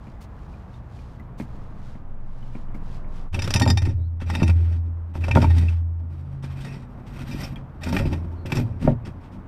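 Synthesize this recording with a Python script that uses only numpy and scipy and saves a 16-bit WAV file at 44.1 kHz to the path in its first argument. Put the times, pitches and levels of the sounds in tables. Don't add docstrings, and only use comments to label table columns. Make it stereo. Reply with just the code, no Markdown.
import sys
import numpy as np
from scipy import signal
from scipy.fft import rfft, irfft, next_fast_len
from scipy.io import wavfile

SR = 44100
rng = np.random.default_rng(int(sys.argv[2]) if len(sys.argv) > 2 else 0)


def master_out(mix):
    frames = np.transpose(np.atleast_2d(mix))
    ceiling = np.clip(frames, -1, 1)
    pcm = np.round(ceiling * 32767).astype(np.int16)
    wavfile.write(sys.argv[1], SR, pcm)


N = 417627
T = np.arange(N) / SR


def undb(db):
    return 10 ** (np.asarray(db) / 20)


def track(rows, outside=None):
    s, *columns = np.transpose(rows)
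    return [np.interp(T, s, c, outside, outside) for c in columns]


def unit(x):
    return x / np.sqrt(np.mean(x ** 2))


def colour(x, points):
    size = next_fast_len(N)
    hz, db = np.transpose(points)
    bin_hz = np.arange(size // 2 + 1) * SR / size
    gain = unit(undb(np.interp(np.log(bin_hz + 1), np.log(hz), db)))
    return irfft(rfft(x, size) * gain, size)[:N]


def walk(rate):
    points = rng.standard_normal(int(N * rate / SR) + 2)
    return 1.2 * np.interp(T * rate, np.arange(len(points)), points)


def ring(force, modes, scatter_db, rate, damped=1):
    out = 0
    for k, (hz, db, t60) in enumerate(modes):
        turn = 2 * np.pi * hz / SR
        fade = np.exp(-np.log(1000) / (max(damped * t60, .005) * SR))
        push = force * undb(scatter_db * walk(rate))
        gain = (-1) ** (k // 2) * undb(db) * fade * np.sin(turn)
        out = out + signal.lfilter([0, gain], [1, -2 * fade * np.cos(turn), fade ** 2], push)
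    return out


def grains(rate, spread_db):
    sizes = np.minimum(rng.exponential(size=N), 4)
    present = rng.random(N) < rate / SR
    return unit(present * rng.standard_normal(N) * undb(spread_db * sizes))


def add(into, s, burst):
    i = int(s * SR)
    into[i:i + len(burst)] += burst[:N - i]


def tone(hz, db, waver_db):
    phase = 2 * np.pi * np.cumsum(hz + 0 * T) / SR
    return np.sqrt(2) * undb(db + waver_db * walk(13)) * np.sin(phase)


def scatter(x, decay_s):
    echoes = rng.standard_normal(3000) * np.exp(-T[:3000] / decay_s)
    return signal.fftconvolve(x, echoes / np.sqrt(np.sum(echoes ** 2)))[:N]


RUB_FADE_DB = 19.5


def rubs(rows, shortest_s, longest_s):
    total = 0
    for start, peak, end, db in rows:
        if shortest_s <= end - start < longest_s:
            away = np.interp(T, [start, peak, end], [1, 0, 1], 9, 9)
            total = total + undb(db - RUB_FADE_DB * away ** 2)
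    return total


# start, loudest moment and end in seconds, rustle level in dB.
RUBS = [(-.05, 0.062, 0.24, -63.5), (0.204, 0.218, 0.26, -55), (0.197, .5, 0.8, -62.5),
        (0.68, 0.743, 0.85, -64.5), (0.832, 0.992, 1.3, -60), (1.373, 1.398, 1.46, -54.5),
        (1.35, 1.55, 1.8, -64), (1.696, 1.87, 2.04, -61.5), (2.207, 2.426, 2.53, -63),
        (2.456, 2.57, 2.67, -60), (2.74, 2.749, 2.79, -59), (2.79, 2.942, 3.04, -56.5),
        (3.071, 3.17, 3.3, -58)]
# start in seconds, relative thud in dB, tick relative to it in dB, tick in Hz.
CLODS = [(.069, -40, -11, 2390), (0.539, -54, 5, 2430), (0.742, -57, 5, 3650), (0.988, -51, 0, 2430),
         (1.198, -41.5, -1, 2020), (1.399, -26, -14, 2430), (1.952, -40.5, -25, 1930),
         (2.427, -46, -3, 3000), (2.551, -33, -14.5, 2350), (2.684, -44, -14, 2970),
         (2.746, -34.5, -9.5, 2300), (3.042, -42, -25, 2340), (7.559, -38, 2, 3250)]
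# frequency in Hz, relative density in dB per Hz.
CLOTH = [(1180, -14), (2000, -10.5), (2870, -9.5), (4750, -11.5), (11100, -20), (12500, -23.5),
         (15500, -21.5)]
# frequency in Hz, level in dB, t60 in seconds.
FRAME = [(48.5, 3, .1), (139.5, -1.5, 0.23), (192.7, 4, 0.092), (234.8, 0.5, 0.18), (286.9, 2, 0.087),
         (321.8, -9, 0.21), (370.2, -8, 0.13), (413, -9, 0.091)]
# frequency in Hz, level in dB, t60 in seconds.
WOOD = [(550, 9.5, 0.06), (616, 0.5, 0.17), (784, -1.5, 0.092), (912.5, 7.5, 0.068), (1408, -1.5, 0.05),
        (1700, -8.5, 0.033), (2230, -9, 0.058)]
# frequency in Hz, relative density in dB per Hz.
CRACK = [(200, -18), (500, 1.5), (1200, -7.5), (2200, -1.5), (3200, -25), (8000, -48.5)]


def gloves():
    brief, long = rubs(RUBS, 0, .12), rubs(RUBS, .12, 1)
    rustle = undb(1.2 * walk(25)) * colour(grains(8200, 1.5), CLOTH)
    duller = signal.lfilter(*signal.butter(1, 5000, fs=SR), rustle)
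    out = brief * rustle + long * duller
    thud, t = np.zeros(N), T[:1500]
    for (s, db, tick_db, hz), noise in zip(CLODS, rng.standard_normal((len(CLODS), len(t)))):
        add(thud, s, 0.75 * undb(db) * np.hanning(30) / 15)
        tick = (np.sin(2 * np.pi * hz * t) + .1 * noise) * np.exp(-t / .007)
        add(out, s, .8 * undb(db + tick_db) * tick)
    crumble = signal.lfilter([1], [1, -np.exp(-1 / (0.013 * SR))], thud)
    out += colour(crumble * 0.32 * rng.standard_normal(N), CRACK)
    return out + ring(thud, FRAME[1:], 0.84, 2.83) + ring(0.16 * thud, WOOD, 1.2, 10, damped=.5)


# frequency in Hz, relative density in dB per Hz.
TRAFFIC = [(4.7, -18.5), (8.0, -41), (33, 3), (95, -2), (126, -4.5), (147, -7.5), (184, -7), (369, -21),
           (841, -22), (1120, -23.5), (2250, -39.5), (4650, -57), (10900, -67), (12400, -62),
           (15500, -69.5)]
# time in seconds, level in dB.
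TRAFFIC_DB = [(0, -38.5), (1, -39), (1.7, -38.5), (2.3, -40), (3.27, -38), (3.305, -54), (3.34, -49),
              (4.1, -48.5), (5, -43.5), (6, -46), (7, -39.5), (8.3, -39.5), (9.47, -38)]
# frequency in Hz, then a curve of time in seconds and level in dB.
HUMS = [(120, [(.55, -62), (.8, -46), (2.7, -45.5), (3.25, -50), (3.3, -78)]), (135.4, [(5.7, -64.5),
        (6.2, -35.5), (6.7, -35), (6.9, -47), (7.3, -39), (7.9, -43.5), (8.2, -69.5)]), (243, [(6.6, -50),
        (6.8, -49.5), (7.3, -49.5), (7.6, -68)])]
# frequency in Hz, then a curve of time in seconds and level in dB.
NOTE = (612, [(3.02, -80), (3.06, -56), (3.1, -56), (3.14, -80)])


def garden():
    traffic = unit(colour(rng.standard_normal(N), TRAFFIC))
    out = undb(track(TRAFFIC_DB)[0] + walk(3.2)) * traffic
    return out + sum(tone(hz, track(rows, -120)[0], 2.0) for hz, rows in HUMS + [NOTE])


# time in seconds, level in dB.
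SWAY = [(1.3, -50), (1.6, -35.5), (2.03, -34.5), (2.12, -29.5), (3.56, -28.5), (3.64, -50.5), (3.82, -45.5),
        (3.92, -30), (4.05, -46.5), (4.25, -41), (4.4, -55.5)]
# time in seconds, frequency in Hz.
SWAY_HZ = [(1.3, 15), (2.1, 16.2), (3.2, 20.4), (3.5, 18), (4.4, 13.3)]


def shudder():
    return tone(track(SWAY_HZ)[0], track(SWAY, -120)[0], 1)


CUT_S, CUT_FADE_S = 3.31, .02


def after_cut():
    return np.clip((T - CUT_S) / CUT_FADE_S, 0, 1)


BLADE_HZ = [818, 910, 1845, 2385, 2625, 2955, 3657, 4490, 4760, 4975, 5200, 5440, 5556, 5860, 6860, 7280,
            8550, 9040, 9980]
# level in dB, t60 in seconds.
BLADE = [(4, 0.066), (-0.5, 0.076), (-1, 0.22), (2, 0.096), (9, 0.04), (-18, 0.023), (-3.5, 0.15),
         (-10, 0.12), (-12, 0.027), (-7, 0.17), (-5.5, 0.043), (-6.5, 0.12), (-5, 0.061), (-9, 0.12),
         (-19, 0.051), (-17, 0.14), (-22, .06), (-14.5, .06), (-18, 0.047)]
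# start in seconds, relative grit level in dB, blade ring relative to it
# in dB, brightness in dB, clink in dB.
CATCHES = [(3.344, -19, -2.5, 3.5, 7), (3.391, -17, 0, 0, 1), (3.42, -16.5, -2.5, 10, 2),
           (3.44, -24.5, 0.5, 16, 2), (3.475, -14.5, -9, 0, -9), (3.505, -13.5, -0.5, 8, -3),
           (3.5386, -8.5, -3.5, 17, -9), (3.5594, -12.5, 6.5, 4.5, -7), (3.597, -14, -4, 17, 0),
           (3.6182, -14.5, 12, 1, -11), (3.653, -22.5, -1.5, 4.5, -1), (3.6756, -19.5, 10.5, 0, -7),
           (3.7013, -10.5, 2, 3.5, -19), (3.7732, -15, 5.5, 1.5, -7), (3.818, -23.5, 0, 3.5, -10),
           (3.8507, -24.5, 1, 4, 0), (3.8846, -35.5, 10.5, -3, -9.5), (4.1987, -32, -0.5, -7, -12),
           (4.2115, -26.5, -7, -7, 3), (4.2681, -34, -5, -9, 2), (4.2994, -17, -4.5, -7, -8),
           (4.337, -23.5, -5, -4, -5), (4.3506, -13.5, -4.5, -2.5, -2), (4.399, -28.5, 3, -9, -2),
           (4.4294, -19.5, 2.5, 1, 2), (4.4783, -18.5, -3, 3, 4), (4.4966, -20, -4.5, -4, 7),
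           (4.558, -37.5, -2, -11, -4), (4.6468, -36.5, -4, -9, -5), (4.7229, -36, 3, -5, -18.5),
           (5.1491, -30.5, -6, 4.5, 10.5), (5.21, -34, -7.5, -1, 7), (5.2385, -24, -0.5, -5, 7.5),
           (5.2812, -23, -2.5, 0, 7), (5.3116, -18.5, 1, -2, 5), (5.351, -14.5, -4, -5, -5),
           (5.416, -22.5, 3.5, 6.5, 2.5), (5.44, -28.5, 4, -3, 8), (5.501, -26.5, 3.5, -6.5, -7),
           (5.563, -29, 0, 0, -14.5), (5.5819, -21.5, -5, 6.5, -11), (5.6679, -36, -2, 8, -1),
           (5.6834, -26.5, -7.5, -1.5, 15.5), (5.7183, -34, -7, -6, 2), (5.759, -40, 0.5, -1, -1.5),
           (6.424, -30, -9, 6, -2), (6.439, -28.5, -2.5, 1.5, 0.5), (6.498, -34, -2, -4, 0),
           (6.6028, -30.5, -13, 12, 4), (6.732, -54, -1.5, -7, -4), (7.083, -43, -9, 6, -6),
           (7.273, -50, 5, 23, 2), (7.3104, -33, 11, 1.5, 3), (7.4011, -32, 2, 15, 4),
           (7.4325, -34.5, 4.5, 24, 2), (7.5616, -38, -6, -11, 14), (7.8155, -33, 3, -6.5, -5.5),
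           (7.8339, -23.5, -3.5, 14, 11), (7.868, -49, -9, -3, -2), (7.8859, -26, 1, 11, -10),
           (7.925, -21, -4, 9, 5), (7.9655, -12, -4, -10, 2.5), (7.989, -23, -5, -9, 6),
           (8.053, -27.5, -8, -8, 12), (8.1274, -25.5, 0, -6.5, -1), (8.4571, -24, -9, 4, 3),
           (8.498, -27.5, -4.5, -1, 7), (8.52, -13.5, -3, -3.5, 3), (8.553, -22.5, -3, 12, 7),
           (8.5691, -17.5, 0.5, 0, -6), (8.846, -31, -3, -3, -6), (8.8735, -38, 4, -19.5, -7),
           (9.0486, -31.5, 0.5, 1.5, 0.5), (9.207, -44, -1, 8, -1), (9.2334, -38, -3, -8, -1),
           (9.318, -39.5, 0, 4, 0)]
CRUNCH_MS, FREE_MS = 5.5, 12
CRUNCH_MS_PER_RING_DB, FREE_MS_PER_RING_DB = 0.02, 1
DETUNE = 0.0044
SOFTEN_PER_DB = 0.2


def catches():
    dull, bright, steel = np.zeros((3, N))
    t, hz = T[:2600], np.array(BLADE_HZ)
    mode_db, t60 = np.array(BLADE).T[:, :, None]
    decay = np.log(1000) * t / np.maximum(t60, .01)
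    modes = undb(mode_db) * np.exp(2j * np.pi * hz[:, None] * t - decay)
    octaves = np.clip(np.log2(hz / 3300), -.9, .7)
    clink = (hz > 2200) & (hz < 3000)
    gaps = np.diff(np.array(CATCHES)[:, 0], append=N / SR)
    noise = rng.standard_normal((len(CATCHES), len(t) + 2 * len(hz)))
    for (s, db, ring_db, tilt_db, clink_db), chance, gap_s in zip(CATCHES, noise, gaps):
        crunch_ms = max(CRUNCH_MS + ring_db * CRUNCH_MS_PER_RING_DB, 2)
        free_ms = max(FREE_MS + ring_db * FREE_MS_PER_RING_DB, 2)
        soft = 1 + SOFTEN_PER_DB * max(-19 - db, 0)
        envelope = np.exp(-t * 1000 / crunch_ms / soft) * (1 - np.exp(-t / (0.0009 * soft ** 2)))
        crunch = 0.28 * undb(db) * chance[:len(t)] * envelope
        add(dull, s, crunch * undb(-tilt_db / 2))
        add(bright, s, crunch * undb(tilt_db / 2))
        share = undb(tilt_db * octaves + clink_db * clink + 3.5 * chance[-len(hz):])
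        phase = np.exp(2j * np.pi * chance[len(t):len(t) + len(hz)])
        detuning = np.exp(2j * np.pi * DETUNE * (hz * chance[:len(hz)])[:, None] * t)
        free = np.exp(-np.maximum(t - free_ms / 1000, 0) / 0.008 - np.maximum(t - gap_s, 0) / .004)
        free = free * (1 - np.exp(-t / (0.00045 * soft ** 2)))
        add(steel, s, .11 * undb(db + ring_db) * free * ((share * phase) @ (modes * detuning)).imag)
    split = signal.butter(1, 3300, fs=SR, output="sos")
    return signal.sosfilt(split, dull - bright) + bright, steel


# start and end in seconds, relative grit level at start and at end in dB, then
# frame rumble, blade ring and edge sizzle relative to the grit in dB.
STROKES = [(3.333, 3.6, -45, -39, 11.6, 0, -21), (3.597, 3.726, -40.5, -47, 21.2, -1, -13),
           (3.78, 3.912, -54.5, -57, 21.4, 10, -26), (4.266, 4.48, -47, -44, 14.5, 10, -19),
           (4.525, 4.762, -55, -56.5, 16, 3, -28.5), (5.144, 5.168, -49.5, -51.5, 18.3, 0, -18),
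           (5.213, 5.44, -50, -39.5, 16.5, 0, -20), (5.448, 5.6, -51.5, -42.5, 14, 4, -18),
           (5.612, 5.726, -39, -57.5, 16, 6.5, -20), (6.1, 6.4, -62, -69, 14.4, -2.5, -18),
           (6.476, 6.672, -58, -45.5, 11.6, 2, -16), (6.649, 6.841, -41, -58.5, 4.8, 5, -24),
           (6.85, 7.087, -68, -61.5, 19.7, -1, -13), (7.069, 7.27, -51, -46, 8, -3, -16),
           (7.271, 7.45, -43.5, -35.5, 8.5, 3, -11.5), (7.816, 7.988, -48, -36, 15.7, 3.5, -12),
           (7.994, 8.173, -44, -53, 20.6, 5, -17), (8.203, 8.456, -67, -68.5, 26.2, -2, -16.5),
           (8.462, 8.583, -52, -36, 19, 4, -11.5), (8.6, 8.8, -56.5, -64.5, 24.8, 3.5, -23),
           (8.797, 8.85, -59.5, -39.5, 19, -6, -22), (8.859, 8.909, -48.5, -53.5, 32.8, -7, -24),
           (9.06, 9.106, -48, -59, 17, -4, -26)]
ATTACK_S, RELEASE_DB_PER_S = 0.013, 351.5
TRICKLE_DB, TRICKLE_RUMBLE_DB = -74.5, -47.5
SKID_DB, SKID_S = -20.5, 0.011


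def strokes():
    trickle = undb([TRICKLE_DB, TRICKLE_RUMBLE_DB, TRICKLE_DB, TRICKLE_DB - 18.5])
    gains = np.outer(trickle, after_cut())
    for start, end, start_db, end_db, *relative_db in STROKES:
        db = np.interp(T, [start, end], [start_db, end_db]) - RELEASE_DB_PER_S * np.maximum(T - end, 0)
        push = undb(db) * np.clip((T - start) / ATTACK_S + 1, 0, 1) ** 2
        gains = np.maximum(gains, np.outer(undb([0, *relative_db]), push))
    skid, t = np.zeros(N), T[:6000]
    for s, db, *_ in CATCHES:
        add(skid, s - .003, undb(db + SKID_DB) * np.exp(-t / SKID_S) * (1 - np.exp(-t / 0.0061)))
    grit, rumble, blade, edge = gains
    return grit + skid, rumble, blade / grit.clip(1e-9), edge / grit.clip(1e-9)


# start in seconds, relative thud in dB, then wood knock and
# screen boom relative to it in dB.
KNOCKS = [(3.347, -35.5, -17, 7), (3.385, -29, -7, 0.5), (3.477, -28.5, 0, 1.5), (3.506, -30, 2, -15),
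          (3.553, -15.5, -13, -5.5), (3.613, -16, -2, -11.5), (3.663, -24, 4, -7), (3.7, -25.5, -8, 6.5),
          (3.771, -31.5, -9, 1), (3.819, -28.5, -11, -2), (3.871, -23, -9.5, -2.5), (4.218, -25, -6, -9.5),
          (4.292, -36, -3, -12.5), (4.354, -31.5, -1, -21.5), (4.398, -32.5, -16, 3.5),
          (4.419, -10, -10.5, -11), (4.431, -14, -8, -11), (4.492, -19.5, -6.5, -10),
          (5.154, -29.5, -5, -8), (5.238, -33, -7, -10), (5.283, -20.5, -4, -18.5), (5.308, -33.5, 5, 10),
          (5.358, -8, -6.5, -10), (5.372, -9.5, -3.5, -16), (5.426, -13, -5, -31.5),
          (5.444, -20.5, -2, -11), (5.596, -28.5, -9, -12.5), (6.438, -27.5, -11.5, -13.5),
          (6.764, -27.5, -18, -21), (7.289, -30, -20.5, -19), (7.343, -18.5, -18, -21),
          (7.831, -40.5, 7, -8.5), (7.869, -21.5, -5, -24.5), (7.928, -19, -5, -19),
          (7.966, -19.5, -8, -21), (7.998, -24.5, -3, 2.5), (8.053, -12, -20.5, -25),
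          (8.073, -23, -24, -5.5), (8.131, -28.5, -11.5, -16), (8.452, -24, -11, -9.5),
          (8.522, -16.5, -13, -30.5), (8.572, -25, -11.5, -14), (8.847, -13.5, -22, -12.5),
          (8.876, -7.5, -8.5, -27), (9.038, -34, -16, -5)]
# frequency in Hz, relative density in dB per Hz.
GRIT = [(470, -21), (800, -4.5), (1500, -2.5), (2500, -8), (3200, -7), (4000, -13.5), (5500, -15.5),
        (6500, -20.5), (7300, -23.5), (8800, -18.5), (10600, -32), (12400, -25), (14000, -50),
        (15500, -53.5)]
# frequency in Hz, level in dB, t60 in seconds.
EDGE = [(11300, -32, .02), (12000, -24, .02), (12600, -18, .02), (13300, -34, .02)]
# frequency in Hz, level in dB, t60 in seconds.
SCREEN = [(101.15, 4.5, 0.63), (116.6, 4, 0.66)]


def hoe():
    grit, steel = catches()
    knock, thud, boom = np.zeros((3, N))
    t = T[:900]
    for (s, db, knock_db, boom_db), noise in zip(KNOCKS, rng.standard_normal((len(KNOCKS), len(t)))):
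        add(thud, s, 0.33 * undb(db) * np.hanning(64) / 32)
        add(boom, s, 0.87 * undb(db + boom_db) * np.hanning(100) / 50)
        add(knock, s, 0.028 * undb(db + knock_db) * (noise + 8 * (t == 0)) * np.exp(-t / 0.0013))
    drag, rumble, ringing, sizzle = strokes()
    uneven = undb(3.05 * walk(40))
    slips = drag * uneven * grains(6000, 0.67)
    steel += ring(.012 * ringing * slips, np.c_[BLADE_HZ, BLADE], 4, 30, damped=.22)
    steel += ring(.5 * sizzle * (slips + grit), EDGE, 1.5, 40)
    shaking = 0.018 * rumble * uneven * rng.standard_normal(N)
    wood = ring(knock + 0.17 * shaking, WOOD, 3.3, 30, damped=0.68) + colour(9 * knock, CRACK)
    treble = colour(grit + 0.73 * slips, GRIT) + steel + wood
    bass = ring(thud + shaking, FRAME, 2.2, 17) + ring(boom + 0.34 * shaking, SCREEN, 0.49, 4.5)
    return treble, bass


# time in seconds, level in dB, seconds until the hoe
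DRUM = [(3.33, -26, 0.16), (3.58, -22.5, .1), (3.69, -17, 0.082), (3.83, -19, 0.051), (3.97, -21.5, .3),
        (4.28, -22.5, .15), (4.49, -12.5, .8), (5.21, -21, .15), (5.35, -15.5, 0.11), (5.49, -11.5, 1.0),
        (6.5, -32, 0.041), (7.89, -25.5, 0.014), (8.03, -25.5, 0.062), (8.122, -25, .6), (8.72, -32.5, .1),
        (8.85, -33, 0.13), (9.099, -43, 0.26)]
DRUM_HZ, DRUM_IDLE_DB = 83.6, -53
DRUM_RISE_DB_PER_S, DRUM_RING_DB_PER_S, DRUM_PRESSED_DB_PER_S = 200, 31.5, 206


def hollow_drum():
    level = DRUM_IDLE_DB
    for s, db, free_s in DRUM:
        after = np.maximum(T - s, 0)
        fall = DRUM_RING_DB_PER_S * after + DRUM_PRESSED_DB_PER_S * np.maximum(after - free_s, 0)
        level = np.maximum(level, db - DRUM_RISE_DB_PER_S * np.maximum(s - T, 0) - fall)
    return after_cut() * tone(DRUM_HZ, level, 0.19)


# start and end in seconds, start and end pitch in Hz, peak level in dB.
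CHIRPS = [(3.97, 4.103, 3730, 4140, -77.5), (8.349, 8.47, 4100, 4150, -75)]
WARBLE_HZ, WARBLE_RATE = 200, 250


def bird():
    out = 0
    for start, end, start_hz, end_hz, db in CHIRPS:
        arc = np.sin(np.pi * np.clip((T - start) / (end - start), 0, 1)).clip(0, 1)
        hz = np.interp(T, [start, end], [start_hz, end_hz]) + WARBLE_HZ * walk(WARBLE_RATE)
        out = out + arc * tone(hz, db, 2.7)
    return out


# time in seconds, share of the side signal kept.
WIDTH = [(1.38, 0), (2.2, 0.55), (3.3, 0.95), (3.9, 0.83), (4.3, 0.074), (4.8, 0.017), (4.82, 0)]


def scene():
    rest = gloves() + garden() + bird()
    sway = shudder()
    treble, bass = hoe()
    treble = treble + 0.17 * scatter(treble, 0.02)
    drum = hollow_drum()
    side = scatter(0.34 * treble + .1 * bass + 0.16 * rest, .008)
    side -= .42 * drum + .35 * sway + .5 * bass
    top = signal.sosfilt(signal.butter(8, 11500, "high", fs=SR, output="sos"), treble + rest)
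    side = track(WIDTH)[0] * side + (.5 + .7 * walk(400)) * top
    mid = treble + bass + drum + sway + rest
    return np.array([mid + side, mid - side])


TOP_HZ = 15550


def record(dry):
    rounded = .9 * np.tanh(dry / .9)
    return signal.sosfilt(signal.ellip(10, .2, 80, TOP_HZ, fs=SR, output="sos"), rounded)


dry = scene()
out = record(dry)
master_out(out)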